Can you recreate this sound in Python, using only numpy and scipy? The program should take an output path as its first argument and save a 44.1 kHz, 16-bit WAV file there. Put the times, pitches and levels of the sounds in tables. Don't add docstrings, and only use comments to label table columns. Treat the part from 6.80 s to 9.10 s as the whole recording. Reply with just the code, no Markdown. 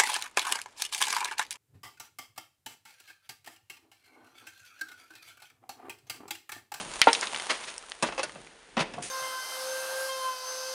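import sys
import numpy as np
from scipy import signal
from scipy.fft import rfft, irfft
from scipy.io import wavfile

SR = 44100
rng = np.random.default_rng(int(sys.argv[2]) if len(sys.argv) > 2 else 0)


def put_to_file(sound):
    columns = np.atleast_2d(sound).T
    safe = np.clip(columns, -1, 1)
    whole_steps = np.round(safe * 32767)
    wavfile.write(sys.argv[1], SR, whole_steps.astype(np.int16))


N = 101430
TIME = np.arange(N) / SR
RING_TIME = TIME[:SR // 2]

# t/s, level/dB, treble limit f/Hz, bass limit f/Hz
KNOCKS = [(1.2248, -27, 7800, 150), (1.234, -29.5, 2200, 295), (1.286, -36.5, 2100, 252),
          (1.322, -40.5, 3700, 730), (1.556, -48.5, 2330, 120), (1.9683, -29.5, 3030, 192),
          (1.9775, -32.5, 3250, 127), (1.992, -32.5, 3450, 133), (2.0055, -30.5, 3500, 130),
          (2.1375, -43.5, 5250, 129), (2.1805, -36.5, 960, 510)]
# f/Hz, level/dB, time to fall 60 dB t60/s
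EAVE_MODES = [(156, -9, .1), (222, -5, .09), (325, -7, .09), (550, -5, .1), (630, -1, .06), (715, 1, .07),
              (872, -7, .09), (958, -6, .11), (1125, -5, .1), (2570, -3, .08), (2665, -1, .07)]
# f/Hz, level/dB, t60/s
EAVE_RATTLE = [(180, -2, 0.058), (323, -9.5, 0.23), (710, 1.5, 0.068), (1380, -2, 0.13), (2540, -1, 0.13),
               (4560, 1, 0.057), (9400, 6, 0.084)]
# t/s, level/dB, pitch f/Hz
FLEXES = [(1.226, -37, 233), (1.9719, -24.5, 219), (2.003, -36, 164)]
FLEX_RISE_S = 0.0068

# t/s, length/s, level/dB, centre f/Hz
CRUNCHES = [(0.415, 0.043, -28, 1620), (0.692, 0.039, -21, 1420), (0.724, 0.052, -35.5, 2210),
            (0.828, 0.032, -37.5, 2600), (0.868, 0.044, -34.5, 2980), (1.251, 0.054, -35, 2570),
            (1.986, 0.055, -26, 1480)]
CRUNCH_RISE_SHARE = 0.38
CRUNCH_FALL_DB_PER_OCT, CRUNCH_LOW_HZ, FRACTURES_PER_S = 4.5, 250, 5000

# t/s, level/dB, treble limit f/Hz, bass limit f/Hz
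CHATTER = [(1.3785, -32, 3800, 300), (1.386, -37, 6100, 302), (1.3935, -30, 4900, 302)]
# t/s, level/dB, treble limit f/Hz, bass limit f/Hz
SNAPS = [(1.4312, -34, 11000, 140), (1.4365, -38, 9400, 201)]
# f/Hz, level/dB, t60/s
ICICLE_MODES = [(535, 1, .075), (850, -2, .07), (1115, -1, .07), (2080, -2, .07), (2600, 2, .06)]
# f/Hz, level/dB, t60/s
STUMP_MODES = [(608, 0, .07), (1450, 3, .08), (2700, 3, .07), (4036, -2, .06), (4510, -4, .05),
               (5022, -1, .06), (6191, -1, .03), (9450, 2, .04)]
# f/Hz, level/dB, t60/s
ICICLE_RATTLE = [(330, -9, 0.15), (1000, -3.5, 0.13), (3120, -5.5, 0.15), (7400, 5, 0.049)]

# t/s, level/dB, treble limit f/Hz, bass limit f/Hz
THUDS = [(.2712, -16.5, 1900, 200), (.278, -16, 3000, 300), (0.2845, -17, 3230, 300)]
# f/Hz, level/dB, t60/s
SILL_MODES = [(288, 2, .08), (466, 0, .1), (617, 5, .085), (748, 1, .08), (830, -3, .06), (918, 3, .1),
              (1030, -11, .12), (1270, -10, .12), (1395, -9, .09), (1527, -11, .12)]
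# f/Hz, level/dB, t60/s
SILL_RATTLE = [(330, -21, 0.12), (760, -8, 0.07), (1480, -10, 0.11), (2920, -3, 0.09), (4830, -9, 0.029)]
SILL_PUNCH_HZ, SILL_PUNCH_DB, SILL_PUNCH_T60_S = 758, 3.5, 0.012

# t/s, level/dB, pitch f/Hz, t60/s, reflections level/dB
SHARDS = [(.2162, 6, 3120, .008, -21), (.241, -21, 4200, .012, -16), (.3304, -8, 5400, .008, -18),
          (.331, -11, 8600, .014, -20), (.338, -24, 2200, .01, -16), (.3495, -16, 3800, .022, -14),
          (.1375, -29, 7000, .02, -14), (.411, -16, 7300, .009, -26), (.4285, -22, 1500, .025, -16),
          (.4708, -19, 3800, .012, -19), (.5315, -23, 900, .022, -22), (.546, -19, 2900, .015, -19),
          (.5615, -22, 3600, .012, -18), (.5985, -20, 3200, .009, -16), (.9802, -21, 8300, .005, -28),
          (1.0375, -35, 1300, .015, -20), (1.0985, -30, 9300, .006, -24), (1.119, -22, 3000, .007, -24),
          (1.495, -28, 1900, .012, -20), (1.6712, -35, 2400, .012, -22)]
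# multiple of its pitch, level/dB
SHARD_MODES = [(.39, -13), (.65, 0), (1, 3), (1.49, -12), (2.76, -21)]
SHARD_RING_DB, SHARD_SNAP_DB, SNAP_FALL_DB_PER_OCT = -7.5, -6, 10
REFLECTION_DELAY_S, REFLECTION_SWELL_S, REFLECTION_T60_S = 0.0018, 0.005, 0.073

# t/s, level/dB
SNOW_SLIDE = [(2.215, -82), (2.224, -37.5), (2.25, -37), (2.28, -42), (2.3, -46.5)]
# f/Hz, level/dB
SNOW_COLOUR = [(88, -33), (150, -11), (465, 0), (716, -3.5), (2480, 9.5), (2810, 7.5), (4170, 5.5),
               (8870, 11), (11000, 5), (14300, -44), (22000, -120)]

# t/s, level/dB
SHOWER = [(0, -35.5), (.05, -44), (.11, -40.5), (.16, -40), (.22, -40.5), (.36, -35), (.48, -40),
          (.62, -38.5), (.78, -42), (.92, -44.5), (1.0, -50), (1.2, -52.5), (1.5, -51), (1.65, -55.5),
          (1.8, -60), (2.3, -54)]
# f/Hz, level/dB
SHOWER_COLOUR = [(59, -58), (100, -18.5), (195, -9), (502, -5), (905, 1), (1770, -5.5), (3100, -4.5),
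                 (5200, -10.5), (9040, -6.5), (11000, -13.5), (14300, -42), (22000, -120)]
CRUMBS_PER_S, CRUMB_SPREAD_DB, CRUMB_HISS_SHARE = 1800, 5.5, 0.57

# t/s, level/dB
BUMPING = [(0, -37.5), (.15, -51.5), (.3, -69), (.8, -87), (1.45, -51.5), (1.582, -46.5), (1.8, -60.5),
           (2.05, -53), (2.2, -35.5), (2.3, -50)]
BUMPING_HZ = 162

# f/Hz, level/dB
AIR_COLOUR = [(25, -23), (160, -28), (235, -12), (456, 5.5), (1030, -11), (1500, 2), (9200, -16),
              (22000, -120)]
AIR_DB = -58
# t/s, level/dB
RUMBLE = [(0, -63), (.25, -60), (.33, -74), (1.2, -72), (1.3, -63), (1.9, -76), (2.0, -57), (2.1, -66)]
RUMBLE_HZ = 43

# f/Hz, level/dB, t60/s
ROOM = [(151, -29.5, 0.48), (362, -23, 0.44), (884, -22.5, 0.26), (2480, -20.5, 0.55), (8050, -23, 0.51)]

MIC_DIP_HZ, MIC_DIP_Q, MIC_TOP_HZ, CUTOFF_HZ = 7660, 15, 10320, 12236
OVERLOAD = 0.61


def from_db(db):
    return 10 ** (np.asarray(db) / 20)


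def rms_one(x):
    return x / np.sqrt(np.mean(x ** 2) + 1e-20)


def dying(t60):
    return np.exp(-np.log(1000) * RING_TIME / t60)


def tone(hz):
    return np.sin(2 * np.pi * hz * RING_TIME)


def level(curve):
    return from_db(np.interp(TIME, *np.transpose(curve)))


def add(out, s, x):
    i = max(int(s * SR), 0)
    out[i:i + len(x)] += x[:max(N - i, 0)]


def cut(x, hz, kind, order=2):
    return signal.sosfilt(signal.butter(order, hz, kind, fs=SR, output="sos"), x)


def shaped(x, gain_at):
    octave = np.log2(np.fft.rfftfreq(len(x), 1 / SR) + 1)
    return rms_one(irfft(rfft(x) * gain_at(octave), len(x)))


def coloured(x, spectrum):
    hz, db = np.transpose(spectrum)
    return shaped(x, lambda octave: from_db(np.interp(octave, np.log2(hz), db)))


def humped(x, hz, fall_db):
    return shaped(x, lambda octave: from_db(-fall_db * np.hypot(octave - np.log2(hz), .5)))


def grains(per_s, spread_db, size):
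    strength = from_db(spread_db * np.minimum(rng.exponential(1, size), 5))
    sign = rng.choice([-1, 1], size)
    happens = rng.random(size) < per_s / SR
    return rms_one(strength * sign * happens)


def dense_ring(bands):
    centres = np.log2([row[0] for row in bands])
    edges = np.r_[centres[0] - 1, centres, centres[-1] + 1]
    rings = []
    for k, (hz, db, t60) in enumerate(bands):
        noise = rng.standard_normal(len(RING_TIME))
        band = shaped(noise, lambda octave: np.sqrt(np.interp(octave, edges[k:k + 3], [0, 1, 0])))
        rings.append(from_db(db) * dying(t60) * band)
    return rings


def struck(blows, modes, rattle, vary_db):
    out = np.zeros(N)
    for s, db, treble_hz, bass_hz in blows:
        ring = np.zeros(len(RING_TIME))
        for k, (hz, mode_db, t60) in enumerate(modes):
            strength = from_db(mode_db + vary_db * rng.standard_normal())
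            ring += (-1) ** k * strength * dying(t60) * tone(hz)
        ring += sum(dense_ring(rattle))
        softened = cut(ring, treble_hz, "low")
        add(out, s, from_db(db) * cut(softened, bass_hz, "high", order=4))
    return out


def knocks():
    return struck(KNOCKS, EAVE_MODES, EAVE_RATTLE, vary_db=2.5)


def flexing():
    out = np.zeros(N)
    for s, db, hz in FLEXES:
        age = RING_TIME / FLEX_RISE_S
        swell = age * np.exp(1 - age)
        add(out, s, from_db(db) * swell * tone(hz))
    return out


def crunches():
    out = np.zeros(N)
    for s, length, db, hz in CRUNCHES:
        clicks = grains(FRACTURES_PER_S, spread_db=0, size=len(RING_TIME))
        fractures = humped(clicks, hz, CRUNCH_FALL_DB_PER_OCT)
        fractures = cut(fractures, CRUNCH_LOW_HZ, "high", order=4)
        fractures = cut(fractures, 5850, "low", order=1)
        swell = np.interp(RING_TIME / length, [0, CRUNCH_RISE_SHARE, 1], [0, 1, 0]) ** 0.85
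        add(out, s, from_db(db) * swell * fractures)
    return out


def icicle():
    chatter = struck(CHATTER, ICICLE_MODES, ICICLE_RATTLE, vary_db=-1)
    snaps = struck(SNAPS, STUMP_MODES, ICICLE_RATTLE, vary_db=3)
    return chatter + snaps


def lump():
    landing = struck(THUDS[:1], SILL_MODES, SILL_RATTLE, vary_db=6.5)
    rocking = struck(THUDS[1:], [], SILL_RATTLE, vary_db=0)
    out = landing + rocking
    punch = cut(dying(SILL_PUNCH_T60_S) * tone(SILL_PUNCH_HZ), 360, "high", order=3)
    add(out, THUDS[0][0], from_db(SILL_PUNCH_DB) * punch)
    return out


def shards():
    out = np.zeros(N)
    gathering = np.minimum(RING_TIME / REFLECTION_SWELL_S, 1)
    for s, db, pitch_hz, t60, reflected_db in SHARDS:
        ring = sum(from_db(mode_db) * tone(ratio * pitch_hz)
                   for ratio, mode_db in SHARD_MODES if ratio * pitch_hz < SR / 2)
        snap_noise, scatter_noise = rng.standard_normal((2, len(RING_TIME)))
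        snap = humped(snap_noise, .75 * pitch_hz, SNAP_FALL_DB_PER_OCT)
        direct = from_db(SHARD_RING_DB) * ring + from_db(SHARD_SNAP_DB) * snap
        add(out, s, from_db(db) * cut(direct * dying(t60), 784, "high"))
        scatter = humped(scatter_noise, .8 * pitch_hz, fall_db=23)
        reflection = gathering * dying(REFLECTION_T60_S) * scatter
        add(out, s + REFLECTION_DELAY_S, from_db(db + reflected_db) * reflection)
    return out


def snow_slide():
    sliding = coloured(grains(per_s=7500, spread_db=3, size=N), SNOW_COLOUR)
    started = TIME > SNOW_SLIDE[0][0]
    return level(SNOW_SLIDE) * started * sliding


def shower():
    ticks = grains(CRUMBS_PER_S, CRUMB_SPREAD_DB, size=N)
    hiss = rng.standard_normal(N)
    patter = np.sqrt(1 - CRUMB_HISS_SHARE) * ticks + np.sqrt(CRUMB_HISS_SHARE) * hiss
    return level(SHOWER) * coloured(patter, SHOWER_COLOUR)


def bumping():
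    lumps = humped(grains(per_s=1300, spread_db=2.5, size=N), BUMPING_HZ, fall_db=2)
    lumps = cut(lumps, 110, "high", order=4)
    return level(BUMPING) * cut(lumps, 700, "low")


def air():
    hush, rumble = rng.standard_normal((2, N))
    hush = from_db(AIR_DB) * coloured(hush, AIR_COLOUR)
    return hush + level(RUMBLE) * humped(rumble, RUMBLE_HZ, fall_db=29)


def room(x):
    tail = sum(band / np.linalg.norm(dying(t60)) for band, (_, _, t60) in zip(dense_ring(ROOM), ROOM))
    build_up = 1 - dying(t60=0.048)
    return signal.fftconvolve(x, tail * build_up)[:N]


def scene():
    blows = knocks() + crunches()
    near = lump() + shards() + icicle() + flexing()
    ringing_room = room(blows + from_db(-9.5) * near)
    background = shower() + snow_slide() + bumping() + air()
    return (blows + near + ringing_room + background)[None]


def record(dry):
    x = signal.lfilter(*signal.iirnotch(MIC_DIP_HZ, MIC_DIP_Q, fs=SR), dry)
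    x = cut(x, MIC_TOP_HZ, "low", order=14)
    x = x / (1 + (x / OVERLOAD) ** 6) ** (1 / 6)
    return cut(x, CUTOFF_HZ, "low", order=10)


dry = scene()
out = record(dry)
put_to_file(out)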